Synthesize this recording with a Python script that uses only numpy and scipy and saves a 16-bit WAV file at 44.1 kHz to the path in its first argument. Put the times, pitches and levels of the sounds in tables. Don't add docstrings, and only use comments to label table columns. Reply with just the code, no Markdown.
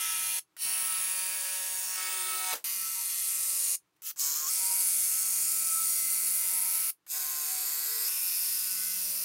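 import sys
import numpy as np
from scipy import signal
from scipy.fft import rfft, irfft, next_fast_len
from scipy.io import wavfile
from scipy.ndimage import map_coordinates

SR = 44100
rng = np.random.default_rng(int(sys.argv[2]) if len(sys.argv) > 2 else 0)


def wrap_up_sound(samples):
    columns = np.atleast_2d(samples).T
    tamed = np.clip(columns, -1, 1)
    steps = np.round(tamed * 32767).astype(np.int16)
    wavfile.write(sys.argv[1], SR, steps)


N = 407484


def saw():
    # start, stop and spin-up time in seconds, starting drop in dB, hum gain in dB.
    stretches = [(0, 0.389, .01, 3, 1), (.567, 1.96, .055, 22.5, -1), (1.96, 2.536, .01, 8, 0),
                 (2.642, 3.753, .01, 0, -3), (4.02, 4.111, 0.049, 16, -6.5), (4.16, 4.488, 0.044, 20, 1),
                 (4.487, 6.902, .01, 1, 1), (7.066, 8.081, .045, 28, 0), (8.08, 9.3, .01, -5, 1.5)]
    places = [0, 1, 7, 2, 3, 3, 4, 5, 6]
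    # time in seconds, strokes per second.
    pace = [(0, 186.9), (.63, 186.3), (1.03, 186.7), (1.64, 186.3), (1.84, 187), (2.0, 185.5),
            (2.25, 186.2), (2.55, 185.6), (2.64, 188.7), (3.35, 187.6), (3.76, 188.6), (4.02, 162.6),
            (4.12, 162.5), (4.16, 131), (4.2, 138), (4.34, 141), (4.36, 151), (4.466, 153.5), (4.5, 187),
            (4.65, 188.7), (5.28, 187.5), (6.45, 187.8), (6.55, 186.6), (6.9, 187.7), (7.07, 151.3),
            (7.58, 149.5), (8.05, 150.5), (8.09, 187), (8.16, 187.6), (8.71, 186.6), (8.8, 187.4),
            (9.24, 186.9)]
    # time in seconds, then rasp gain, its lower-band gain and hum gain in dB.
    load = [(0, -31.5, 4.5, -39.5), (.39, -32, 5, -44.5), (.65, -31.5, 3, -40.5), (1.26, -33.5, 2, -42),
            (1.85, -34, -1.5, -45), (2.0, -34.5, -0.5, -38.5), (2.4, -33.5, 2.5, -42),
            (2.543, -34, -5, -34.5), (2.642, -32, 4, -41), (2.96, -33.5, 1.5, -45.5),
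            (3.75, -31.5, -0.5, -44.5), (4.08, -33.5, 5, -43), (4.12, -37.5, 6, -46),
            (4.2, -29, -0.5, -46.5), (4.45, -33, 0, -49.5), (4.52, -30, -9, -48), (4.8, -29, -2.5, -47),
            (5.87, -30, -3, -48.5), (6.77, -29, 2, -46), (6.91, -30.5, 4, -47), (7.12, -32.5, -5, -48),
            (8.04, -33, -3.5, -46.5), (8.27, -31, 0, -48.5), (9.24, -33, -5.5, -51.5)]
    blurs = [0.1, 0.12, 0.2, 0.42, 0.27, 0.27, 0.13, 0.032]
    hum_lag, hum_depth = 1.74, 0.92
    load_s, *load_curves = np.transpose(load)
    sawing, humming, turns = np.zeros((3, N))
    join = int(.008 * SR)
    for (start, stop, spin_up, down_db, gain_db), place in zip(stretches, places):
        at = np.arange(int(start * SR), min(int(stop * SR) + join, N))
        s = at / SR
        rasp_db, lower_db, hum_db = (np.interp(s, load_s, curve) for curve in load_curves)
        rasp_rise = from_db(-down_db * np.clip(1 - (s - start) / spin_up, 0, 1))
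        hum_rise = from_db(-hum_depth * down_db * np.clip(1 - (s - start) / (hum_lag * spin_up), 0, 1))
        stroke_hz = np.interp(s, *np.transpose(pace)) * (1 + .001 * drift(15.0, len(at)))
        turns = turns[-join - 1] % 1 + np.cumsum(stroke_hz) / SR
        fade_in = at - at[0] + join * (not sawing[at[0]])
        fade_out = at[-1] - at + join * (at[-1] == N - 1)
        edges = np.sqrt(np.clip(np.minimum(fade_in, fade_out) / join, 0, 1))
        rumble = bench_rumble(len(at))
        hum = sheet_hum(s, turns, place, blurs[place], hum_db)
        rasp = blade_ringing(blade_rasp(turns, place, lower_db, blurs[place]), s)
        humming[at] += edges * hum_rise * from_db(gain_db) * hum
        sawing[at] += edges * rasp_rise * from_db(rasp_db) * (rasp + rumble)
    return sawing, humming


def blade_rasp(turns, place, lower_db, blur):
    # position as a share of the stroke, relative level in dB.
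    contacts = [(.02, 6), (0.272, 2.5), (.5, 8.5), (.76, -19)]
    # frequency in Hz, relative gain in dB.
    spectra = [
        [(1470, -41), (2500, -8), (2890, -5.5), (3880, -13.5), (6610, -0.5), (7830, -4), (9210, -1), (10300, 0),
         (12000, -6.5), (15800, -10)],
        [(1760, -16), (3000, -5), (3350, -17), (4100, -13.5), (4670, -7.5), (4970, -9), (6120, -7), (7280, -8),
         (9400, -1.5), (10600, -5.5), (13300, -14), (15700, -6)],
        [(1470, -46), (2500, -13), (3100, -20.5), (4190, -12.5), (6160, -7), (7480, -7), (9210, -6),
         (11200, -6.5), (15800, -15.5)],
        [(1470, -44), (2500, -19.5), (4420, -13), (5320, -8.5), (7140, 1), (8460, -10), (9000, -10),
         (12900, -8), (15800, -7.5)],
        [(1470, -23), (2600, -20), (3760, -18), (4710, -9), (7480, -7.5), (9140, 0), (11300, -2.5), (12200, -6),
         (15800, -8)],
        [(1470, -41), (2500, -14.5), (3130, -20.5), (3730, -11.5), (5240, -8.5), (5750, -14), (6710, -5.5),
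         (8390, -5), (9790, -10.5), (12700, -0.5), (15800, -10.5)],
        [(1470, -47), (2500, -5.5), (2870, -7), (3200, -20.5), (4820, -8.5), (5240, -7), (5710, -8),
         (8080, -10), (8930, -3.5), (11300, -1.5), (15800, -8.5)],
        [(1760, -24), (3000, -11), (3500, -8), (4100, -12.5), (4700, -6), (6100, -8), (7500, -6.5), (9200, -1),
         (10600, -8.5), (13300, -16), (15700, -3.5)],
    ]
    # level of the whine against the tooth noise at one place, in dB.
    whine_db = [6, 8, 6, 2, 6, 7, 6, 8]
    burst_s, jitter_s, knock_spread_db, tilt_db_per_octave = 0.0006, 2.2e-4, 5, 3.5
    size, strokes = len(turns), np.arange(int(turns[-1]))
    shares, contact_db = np.transpose(contacts)
    at = np.interp((strokes[:, None] + shares).ravel(), turns, np.arange(size))
    strength = from_db(np.tile(contact_db, len(strokes)) + rng.normal(0, 1.65, len(at)))
    clicks = np.zeros(size)
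    clicks[at.astype(int)] = strength
    pole = np.exp(-1 / (burst_s * SR))
    bursts = rms_one(signal.lfilter([1], [1, -2 * pole, pole * pole], clicks))
    teeth = rms_one(rng.standard_normal(size) * (bursts + from_db(-2.5)))
    scrape = teeth + from_db(whine_db[place]) * rms_one(gear_whine(turns, blur))
    modes = 0
    for k, hz in enumerate(np.arange(2200, 16200, 500)):
        arrivals = np.clip(at + rng.normal(0, jitter_s * SR, len(at)), 0, size - 1).astype(int)
        uneven = from_db(knock_spread_db * np.clip(rng.normal(size=len(at)), -3, 1.1))
        knocks = np.zeros(size)
        knocks[arrivals] = strength * uneven * rng.choice([-1, 1], len(at))
        drive = scrape + from_db(5.5 + tilt_db_per_octave * np.log2(hz / 8000)) * rms_one(knocks)
        swell = np.exp(0.24 * drift(0.9, size))
        modes = modes + (-1) ** k * swell * resonance(drive, hz + rng.uniform(-120, 170), width_hz=660)
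    flattened = np.tanh(rms_one(modes) / 3.0)
    rasp = colour(flattened, spectra[place])
    lower_band = signal.sosfilt(signal.butter(4, 7500, fs=SR, output="sos"), rasp)
    return rasp + lower_band * (from_db(lower_db) - 1)


def gear_whine(turns, blur):
    # harmonic number, relative level in dB.
    spectrum = [(16, 2), (24, -3.5), (36, -0.5), (40, -8), (54, -8), (59, 0.5), (63, 1.5), (90, -8.5)]
    patterns_per_s, phase_spread = 2.02, 4.01 * blur
    age = np.arange(len(turns)) / SR * patterns_per_s
    heights = from_db(np.interp(np.arange(513), *np.transpose(spectrum), left=-60, right=-60))
    phases = phase_spread * rng.normal(size=(int(age[-1]) + 2, 513))
    patterns = irfft(heights * np.exp(2j * np.pi * phases))
    return map_coordinates(patterns, [age, turns % 1 * 1024], order=1, mode="grid-wrap")


def blade_ringing(rasp, s):
    # time of the peak in seconds, frequency in Hz, gain in dB, half-width in seconds.
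    rings = [(0.087, 9600, 3, .15), (0.29, 10570, -2, .1), (0.783, 9250, 1.5, .2), (1.0, 10400, 3.5, 0.38),
             (2.184, 9000, 1.5, 0.16), (3.4, 9370, 5.5, 0.61), (3.45, 8220, -4, 0.15), (5.4, 9000, -6, .2),
             (5.77, 9200, 0, 0.14), (6.396, 10900, -1, 0.56), (8.4, 5200, 5, 0.58), (7.97, 5200, 4, .15),
             (2.515, 2500, 3, .03), (2.53, 4100, 3, .02)]
    return rasp + sum(from_db(db) * np.exp(-((s - at) / span) ** 2) * resonance(rasp, hz, width_hz=292)
                      for at, hz, db, span in rings if s[0] < at < s[-1])


def sheet_hum(s, turns, place, blur, hum_db):
    upper_harmonics = [6, 8, 9, 10, 11, 12, 13, 14, 15, 16]
    # relative levels of the upper partials at one place, in dB.
    upper_db = [
        [-31, -19, -13, -14, -7, -29, -11, -16, -5.5, -25],
        [-6.5, -4.5, -7.5, -1, -7, -5.5, -6.5, 1.5, -0.5, -33],
        [-1.5, -8.5, -15, 0.5, 4, -5.5, 5.5, -3, 4, -17.5],
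        [-13, 6, 3, 0, 2, -16, -2, -10, -17, 1],
        [-9.5, -4, -14, -12, 1, 0.5, 2, -4, -3, -36],
        [-20, -3, -2, 2, 2, -10, 0, -1.5, -2, -9],
        [-1.5, 3.5, -6, -1, 1, -5, 4, 8.5, 1, -22],
        [-10, -7.5, -13, -5.5, -37, -2.5, -10.5, -2.5, -10, -13],
    ]
    low_harmonics = [1, 2, 3, 4, 5, 7]
    # levels of the low tones at one place, in dB before the stretch's gain.
    low_db = [
        [-77, -76, -71, -69.5, -62, -69],
        [-75.5, -75, -71, -64.5, -60, -59.5],
        [-78.5, -77, -74.5, -73, -64.5, -59],
        [-91, -81.5, -72.5, -78, -69.5, -60],
        [-83.5, -74.5, -71, -70.5, -67.5, -60.5],
        [-84, -74, -71, -87, -63.5, -62.5],
        [-81, -74.5, -80, -79, -70, -68],
        [-83, -64, -65.5, -60, -56.5, -48.5],
    ]
    # frequency in Hz, relative spectral level in dB.
    chatter_spectrum = [(400, -32.5), (700, -17.5), (1000, -6.5), (2200, 4.5), (3500, 0), (5000, -11)]
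    flutter_db_per_harmonic = 0.1466
    whistle_harmonic = 23
    size, upper, tones = len(turns), 0, 0
    for k, level_db in zip(upper_harmonics, upper_db[place]):
        wave = np.cos(2 * np.pi * (k * turns + blur * rng.normal()))
        waver_db = 1.52 * drift(4.7, size) + flutter_db_per_harmonic * k * drift(55.0, size)
        upper = upper + from_db(level_db + waver_db) * wave
        tones = tones + sheet_swell(k, s) * from_db(3 * drift(30.0, size)) * wave
    for k, level_db in zip(low_harmonics, low_db[place]):
        height = from_db(level_db + 2.17 * drift(2.25, size)) + sheet_swell(k, s)
        flutter = from_db(1.5 * drift(30.0, size))
        tones = tones + height * flutter * np.cos(2 * np.pi * (k * turns + blur * rng.normal()))
    tones = tones + sheet_swell(whistle_harmonic, s) * np.cos(2 * np.pi * whistle_harmonic * turns)
    throb = 1 + 0.27 * np.cos(2 * np.pi * turns)
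    chatter = colour(rng.standard_normal(size) * throb, chatter_spectrum)
    body = from_db(-5.0) * rms_one(upper) + from_db(-6.5) * chatter
    return from_db(hum_db) * body + np.sqrt(2) * tones


def sheet_swell(harmonic, s):
    # time of the peak in seconds, harmonic number, level in dB, half-width in seconds.
    swells = [(0.033, 7, -47.5, 0.21), (0.16, 13, -49.5, .25), (1.22, 13, -48, 0.31), (5.68, 13, -58, 0.11),
              (2.6, 23, -62, .4), (0.91, 7, -49.5, 0.11), (1.5, 3, -62, 0.39), (1.3, 5, -62.5, 0.69),
              (2.2, 2, -64.5, 0.16), (2.49, 4, -50.5, 0.1), (2.49, 5, -50, 0.052), (2.8, 1, -73, 0.35),
              (2.87, 7, -49, 0.052), (2.987, 5, -53, 0.029), (3.651, 3, -66, 0.27), (4.3, 7, -64, 0.046),
              (4.46, 7, -50, 0.031), (4.7, 5, -51.5, 0.11), (2.32, 7, -54, .07), (5.9, 1, -71, 0.98),
              (5.776, 7, -47, 0.077), (6.048, 11, -53.5, 0.11), (6.45, 11, -59.5, .3), (6.63, 5, -60, 0.13),
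              (7.315, 7, -59, 0.2), (7.55, 5, -55, 0.075), (7.973, 3, -63, 0.1), (8.2, 13, -57.5, 0.23),
              (1.54, 9, -56.5, 0.56), (3.1, 11, -60.5, 0.32), (8.8, 8, -63, 0.14), (8.868, 11, -60, .12),
              (9.0, 1, -67, 0.36), (9.15, 3, -70, 0.19)]
    return sum(from_db(db) * np.exp(-np.abs((s - at) / span) ** 1.83)
               for at, k, db, span in swells if round(k) == harmonic)


def shoe_bumps():
    # time in seconds, strength in dB.
    bumps = [(.655, -47), (.828, -47), (.922, -49), (.963, -56), (1.11, -55), (1.243, -57), (4.855, -51)]
    # frequency in Hz, relative level in dB, time to fall 60 dB in seconds.
    sheet_modes = [(75, -6.5, 0.03), (140, -10, 0.02), (233, -1, 0.012)]
    return struck(bumps, sheet_modes)


def blade_snaps():
    # time in seconds, strength in dB.
    catches = [(4.1962, -23), (4.2065, -26), (4.2152, -32)]
    return struck(catches, modes=[(4700, -3.0, 0.0079), (6940, -16, 0.0035), (11000, 9, .004)])


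def offcut_drop():
    # time in seconds, strength in dB.
    knocks = [(2.526, -22.5), (2.538, -31), (2.553, -32.5)]
    # frequency in Hz, relative spectral level in dB.
    spectrum = [(150, -28), (400, -1.5), (1200, -3), (2500, -6.5), (4200, -7), (12000, -4.5)]
    return clatter(knocks, spectrum, t60=0.14)


def trigger_clicks():
    # time in seconds, strength in dB.
    clicks = [(0.566, -36.5), (3.964, -59.5), (4.02, -45), (4.162, -45), (7.065, -41)]
    # frequency in Hz, relative spectral level in dB.
    spectrum = [(500, -14), (1400, 2), (5000, -9), (14000, -2)]
    return clatter(clicks, spectrum, t60=0.051)


def bench_rumble(size):
    # frequency in Hz, relative spectral level in dB.
    spectrum = [(30, -1), (100, -5.5), (300, -5), (700, -2), (1200, -14.5)]
    return from_db(-35 + 1.9 * drift(12.0, size)) * colour(rng.standard_normal(size), spectrum)


def workshop(x, t60=0.092, level_db=-9.5):
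    t = np.arange(int(.3 * SR)) / SR
    tail = rng.standard_normal(len(t)) * from_db(-60 * t / t60) * (t > .002)
    tail = signal.sosfilt(signal.butter(1, 800, "high", fs=SR, output="sos"), tail)
    return from_db(level_db) * signal.fftconvolve(x, tail / np.sqrt(np.sum(tail ** 2)))[:N]


def noise_floor():
    # frequency in Hz, relative spectral level in dB.
    spectrum = [(18, -39), (30, -20), (183, 1), (226, -18), (309, 1), (581, -11.5), (1090, -5),
                (1420, -8.5), (15800, -22)]
    return from_db(-78.5 + 1.5 * drift(6.0, N)) * colour(rng.standard_normal(N), spectrum)


def struck(events, modes):
    out = np.zeros(N)
    s, blow_db = np.transpose(events)
    for hz, level_db, t60 in modes:
        clicks = np.full(N, 1e-18)
        clicks[(s * SR).astype(int)] = from_db(blow_db + level_db - 2.5 + rng.normal(0, 1.4, len(s)))
        pole, angle = from_db(-60 / (t60 * SR)), 2 * np.pi * hz / SR
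        out += signal.lfilter([.5, 0, -.5], [1, -2 * pole * np.cos(angle), pole * pole], clicks)
    return out


def clatter(events, spectrum, t60):
    s, blow_db = np.transpose(events)
    clicks = np.full(N, 1e-18)
    clicks[(s * SR).astype(int)] = from_db(blow_db - 8.0)
    envelope = signal.lfilter([1], [1, -from_db(-60 / (t60 * SR))], clicks)
    return envelope * colour(rng.standard_normal(N), spectrum)


def resonance(x, hz, width_hz):
    r = np.exp(-np.pi * width_hz / SR)
    feedback = [1, -2 * r * np.cos(2 * np.pi * hz / SR), r * r]
    return signal.lfilter([(1 - r * r) / 2, 0, (r * r - 1) / 2], feedback, x)


def colour(x, points):
    size = next_fast_len(len(x))
    hz, db = np.transpose(points)
    bins_hz = np.maximum(np.arange(size // 2 + 1) * SR / size, 1)
    gain = from_db(np.interp(np.log(bins_hz), np.log(hz), db, left=-60))
    return rms_one(irfft(rfft(x, size) * gain, size)[:len(x)])


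def drift(rate_hz, size):
    pole = np.exp(-80 * np.pi * rate_hz / SR)
    slow = signal.lfilter([1], [1, -2 * pole, pole * pole], rng.standard_normal(size // 40 + 2002))
    return np.interp(np.arange(size) / 40, np.arange(size // 40 + 2), rms_one(slow[2000:]))


def from_db(db):
    return 10 ** (np.asarray(db) / 20)


def rms_one(x):
    return x / np.sqrt(np.mean(x ** 2) + 1e-20)


def scene():
    blows = shoe_bumps() + blade_snaps() + offcut_drop() + trigger_clicks()
    sawing, humming = saw()
    near = sawing + blows
    floor = noise_floor()
    room = workshop(near + from_db(-4) * humming)
    return np.tile(near + humming + room + floor, (2, 1))


def record(dry):
    thin = signal.sosfilt(signal.butter(2, 45, "high", fs=SR, output="sos"), dry)
    return signal.sosfilt(signal.cheby2(20, 50, 16100, fs=SR, output="sos"), thin)


dry = scene()
out = record(dry)
wrap_up_sound(out)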